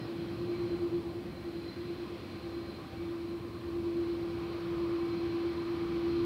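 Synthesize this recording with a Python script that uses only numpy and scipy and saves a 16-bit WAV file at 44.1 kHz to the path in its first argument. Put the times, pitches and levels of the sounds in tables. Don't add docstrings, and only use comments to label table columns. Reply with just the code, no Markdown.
import sys
import numpy as np
from scipy import signal
from scipy.fft import rfft, irfft, next_fast_len
from scipy.io import wavfile
from scipy.ndimage import uniform_filter1d, map_coordinates

SR = 44100
rng = np.random.default_rng(int(sys.argv[2]) if len(sys.argv) > 2 else 0)


def dump_mix(stems):
    frames = np.atleast_2d(stems).T
    limited = np.clip(frames, -1, 1)
    pcm = np.round(limited * 32767).astype(np.int16)
    wavfile.write(sys.argv[1], SR, pcm)


N = 275625


def amp(db):
    return 10 ** (np.asarray(db) / 20)


def unit(x):
    return x / np.sqrt(np.mean(x ** 2) + 1e-20)


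def curves(rows):
    times, *columns = np.transpose(rows)
    sample_times = np.arange(N) / SR
    return [np.interp(sample_times, times, column) for column in columns]


def wobble(rate):
    knots = rng.standard_normal(int(N * rate / SR) + 4)
    return map_coordinates(knots, [np.arange(N) * rate / SR])


def filtered(x, response):
    size = next_fast_len(N + 8192)
    gains = response(np.fft.rfftfreq(size, 1 / SR))
    return irfft(rfft(x, size) * gains, size)[..., :N]


def spectrum(points):
    f, db = np.transpose(points)
    return lambda hz: amp(np.interp(np.log(hz + 1), np.log(f), db))


def bands(modes):
    return lambda hz: sum(amp(db) / np.sqrt(width) / (1 + (2 * (hz - centre) / width) ** 2)
                          for centre, width, db in modes)


def noise(response, patchy_db):
    white = signal.stft(rng.standard_normal(N + 512), nperseg=512)[2]
    field = uniform_filter1d(rng.standard_normal(white.shape), 5, 0)
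    field = uniform_filter1d(field, 16, 1)
    patchy = signal.istft(white * amp(patchy_db * unit(field)), nperseg=512)[1][:N]
    return unit(filtered(patchy, response))


def hums():
    # (time [s], frequency [Hz])
    pitch = [(0, 338.5), (.8, 338.6), (1.0, 339.7), (1.9, 339.3), (2.3, 340.3), (2.75, 338.1), (3.6, 340.1),
             (4.7, 340.5), (5.0, 339.6), (6.25, 340)]
    # (time [s], throbs so far [turns])
    throb_count = [(0, -.05), (.47, 4.5), (.575, 5.5), (.895, 8.47), (1.03, 9.5), (1.23, 11.5), (1.5, 14.3),
                   (2.0, 18.75), (2.4, 22.4), (2.63, 24.55), (3.05, 28.29), (3.65, 33.9), (4.1, 37.95),
                   (4.8, 43.75), (5.45, 49.85), (5.8, 52.72), (6.25, 56.6)]
    # (time [s], level [dB])
    lower_fades = [(0, -45.5), (.2, -40.5), (.5, -44), (.62, -41), (.92, -36.5), (1.2, -45.5), (1.33, -64),
                   (1.48, -40), (1.65, -44), (1.77, -47.5), (1.9, -43.5), (2.2, -49.5), (2.35, -50.5),
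                   (2.55, -39.5), (2.9, -54), (3.01, -39), (3.35, -38.5), (3.5, -51), (3.7, -38),
                   (4.0, -33), (4.25, -37), (4.6, -39), (4.85, -32), (5.15, -35), (5.45, -33), (5.6, -38.5),
                   (6.15, -31), (6.25, -30)]
    upper_fades = [(0, -64), (.22, -59), (.45, -37.5), (.7, -35.5), (.95, -36), (1.08, -47.5), (1.23, -41),
                   (1.35, -51), (1.5, -45.5), (1.67, -55.5), (1.85, -40.5), (2.1, -44), (2.25, -62),
                   (2.46, -50), (2.95, -61), (3.45, -51.5), (4.1, -43.5), (4.3, -62), (4.55, -66),
                   (4.7, -49), (5.4, -52), (5.75, -43), (6.0, -53), (6.25, -55)]
    [low_hz] = curves(pitch)
    [throbs] = curves(throb_count)
    [low_db] = curves(lower_fades)
    [high_db] = curves(upper_fades)
    low_phase = 2 * np.pi * np.cumsum(low_hz) / SR
    high_phase = low_phase + 2 * np.pi * throbs
    low_gain = amp(low_db + 0.52 * wobble(30))
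    high_gain = amp(high_db + 0.8 * wobble(30))
    low = low_gain * np.sin(low_phase + 0.18 * wobble(40))
    high = high_gain * np.sin(high_phase + 0.15 * wobble(40))
    return np.sqrt(2) * (low + high)


def exhaust():
    # (time [s], rumble level [dB], growl level [dB], drone level [dB], roar level [dB])
    jet = [(0, -55, -45, -46.5, -50), (.7, -52, -46, -46, -50), (1.7, -53, -50, -49, -53),
           (2.5, -54, -51, -48, -52), (3.3, -50, -50.5, -48.5, -55), (4.2, -49, -51, -46.5, -52),
           (4.7, -48.5, -46, -51.5, -50.5), (5.3, -50, -49.5, -46, -51.5), (5.85, -47, -48, -47, -50),
           (6.25, -46.5, -45, -44, -53.5)]
    # (frequency [Hz], relative level [dB per Hz])
    rumble_colour = [(15, -50), (28, -21.5), (45, -17), (65, -3), (90, 1.5), (115, -5), (150, -22.5),
                     (300, -76)]
    growl_colour = [(60, -51), (95, -12), (115, -0.5), (145, -5.5), (175, -1), (210, -7.5), (400, -57.5)]
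    drone_colour = [(100, -51), (170, -27), (205, -1), (250, -2.5), (310, 0.5), (350, -1), (420, -12.5),
                    (800, -56.5)]
    roar_colour = [(200, -49.5), (320, -4), (400, 0), (500, -2.5), (650, -6), (800, -7.5), (900, -12),
                   (1040, -13), (1200, -15.5), (1400, -22), (3000, -59)]
    rumble_db, growl_db, drone_db, roar_db = curves(jet)
    rumble = amp(rumble_db) * noise(spectrum(rumble_colour), patchy_db=1.2)
    growl = amp(growl_db) * noise(spectrum(growl_colour), patchy_db=1.5)
    drone = amp(drone_db) * noise(spectrum(drone_colour), patchy_db=0.35)
    roar = amp(roar_db) * noise(spectrum(roar_colour), patchy_db=1.3)
    return rumble + growl + drone + roar


def flow():
    # (time [s], flow level [dB], whoosh level [dB])
    air_levels = [(0, -58, -62), (.65, -58.5, -58.5), (1.35, -61.5, -62), (1.65, -59.5, -63.5),
                  (2.15, -57.5, -58), (2.55, -60, -59), (2.85, -59, -58), (3.5, -61.5, -58.5),
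                  (4.1, -59, -58), (4.6, -57, -52), (5.0, -57.5, -51.5), (5.3, -56, -53.5),
                  (5.65, -57, -51.5), (6.25, -55, -51.5)]
    # (centre [Hz], width [Hz], relative level [dB])
    duct_modes = [(1025, 160, -0.5), (1186, 210, 0.5)]
    # (frequency [Hz], relative level [dB per Hz])
    rush_colour = [(500, -52), (1000, -18), (1400, 3), (1600, 1), (2000, -0.5), (2300, -1), (3000, -18),
                   (5000, -57)]
    sizzle_colour = [(1200, -45), (2000, -13), (2500, 1.5), (2800, -3), (3050, -1), (3600, -3),
                     (4150, -4.5), (4600, -4), (5000, -10.5), (5300, -11.5), (6000, -18.5), (7000, -33),
                     (9000, -59)]
    rush_trim_db, sizzle_trim_db = -0.7, 0.32
    flow_db, whoosh_db = curves(air_levels)
    gust = wobble(4.71)
    whoosh = amp(whoosh_db) * noise(bands(duct_modes), patchy_db=1.2)
    rush_db = rush_trim_db + flow_db + 0.92 * gust
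    rush = amp(rush_db) * noise(spectrum(rush_colour), patchy_db=0.64)
    sizzle_db = sizzle_trim_db + flow_db + 0.23 * gust
    sizzle = amp(sizzle_db) * noise(spectrum(sizzle_colour), patchy_db=0.6)
    return whoosh + rush + sizzle


def fuzzy(lines, flicker_db):
    total = 0
    for hz, stray_hz, db in lines:
        phase = 2 * np.pi * np.cumsum(hz + stray_hz * wobble(90)) / SR
        tone = amp(flicker_db * wobble(32)) * np.sin(phase)
        total = total + amp(db) * unit(tone)
    return total


def turbines():
    # (time [s], lower engine's whine [dB], upper engine's whine [dB], fan tone [dB])
    whine_levels = [(0, -68, -59, -77), (.25, -79, -66.5, -68), (.55, -69, -61.5, -64),
                    (.85, -66.5, -70, -68.5), (1.2, -71, -73, -72), (1.38, -77, -63, -67),
                    (1.6, -62, -68, -73), (1.85, -68, -64, -67), (2.1, -69.5, -70.5, -74),
                    (2.4, -66.5, -64.5, -64), (2.75, -65, -69, -66.5), (3.0, -72, -72.5, -65),
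                    (3.3, -69, -73, -71.5), (3.8, -72, -70, -67), (4.0, -66.5, -70, -70.5),
                    (4.35, -65.5, -70, -59.5), (4.65, -70, -69.5, -67), (4.9, -68, -77, -69),
                    (5.1, -62, -77, -61), (5.35, -63, -81, -63), (5.55, -63, -72, -61.5),
                    (5.9, -69, -72.5, -62), (6.12, -61, -70, -64), (6.25, -62.5, -77, -66)]
    # (frequency [Hz], pitch stray [Hz], relative level [dB])
    lower_tones = [(4136, 14, 0), (4661, 14, -10), (5184, 16, -16)]
    upper_tones = [(4091, 18, 0), (521, 9, 4), (1050, 10, 0), (1911, 8, -6), (4560, 30, -15),
                   (5146, 25, -16)]
    fan_tones = [(781, 8, 0), (1565, 7, -7), (2281, 11, -2), (2570, 16, -10)]
    # (centre [Hz], width [Hz], relative level [dB])
    halo_band = [(4130, 200, 0)]
    fading_db = 0.5
    lower_db, upper_db, fan_db = (db + fading_db * wobble(6.4) for db in curves(whine_levels))
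    lower = amp(lower_db) * fuzzy(lower_tones, flicker_db=2.0)
    upper = amp(upper_db) * fuzzy(upper_tones, flicker_db=4.5)
    halo_gain = amp(-3) * np.hypot(amp(lower_db), amp(upper_db))
    halo = halo_gain * noise(bands(halo_band), patchy_db=2.0)
    fan = amp(fan_db) * fuzzy(fan_tones, flicker_db=3.0)
    return lower + upper + halo + fan


def scene():
    return (hums() + exhaust() + flow() + turbines())[None]


def record(dry):
    # (frequency [Hz], relative level [dB per Hz])
    hiss_colour = [(500, -8.5), (4000, -2.5), (8000, 0), (12000, -1.5), (16000, -1)]
    hiss_db, top_hz = -69, 15750
    hiss = amp(hiss_db) * noise(spectrum(hiss_colour), patchy_db=0.0)
    return filtered(dry + hiss, lambda hz: hz < top_hz)


dry = scene()
out = record(dry)
dump_mix(out)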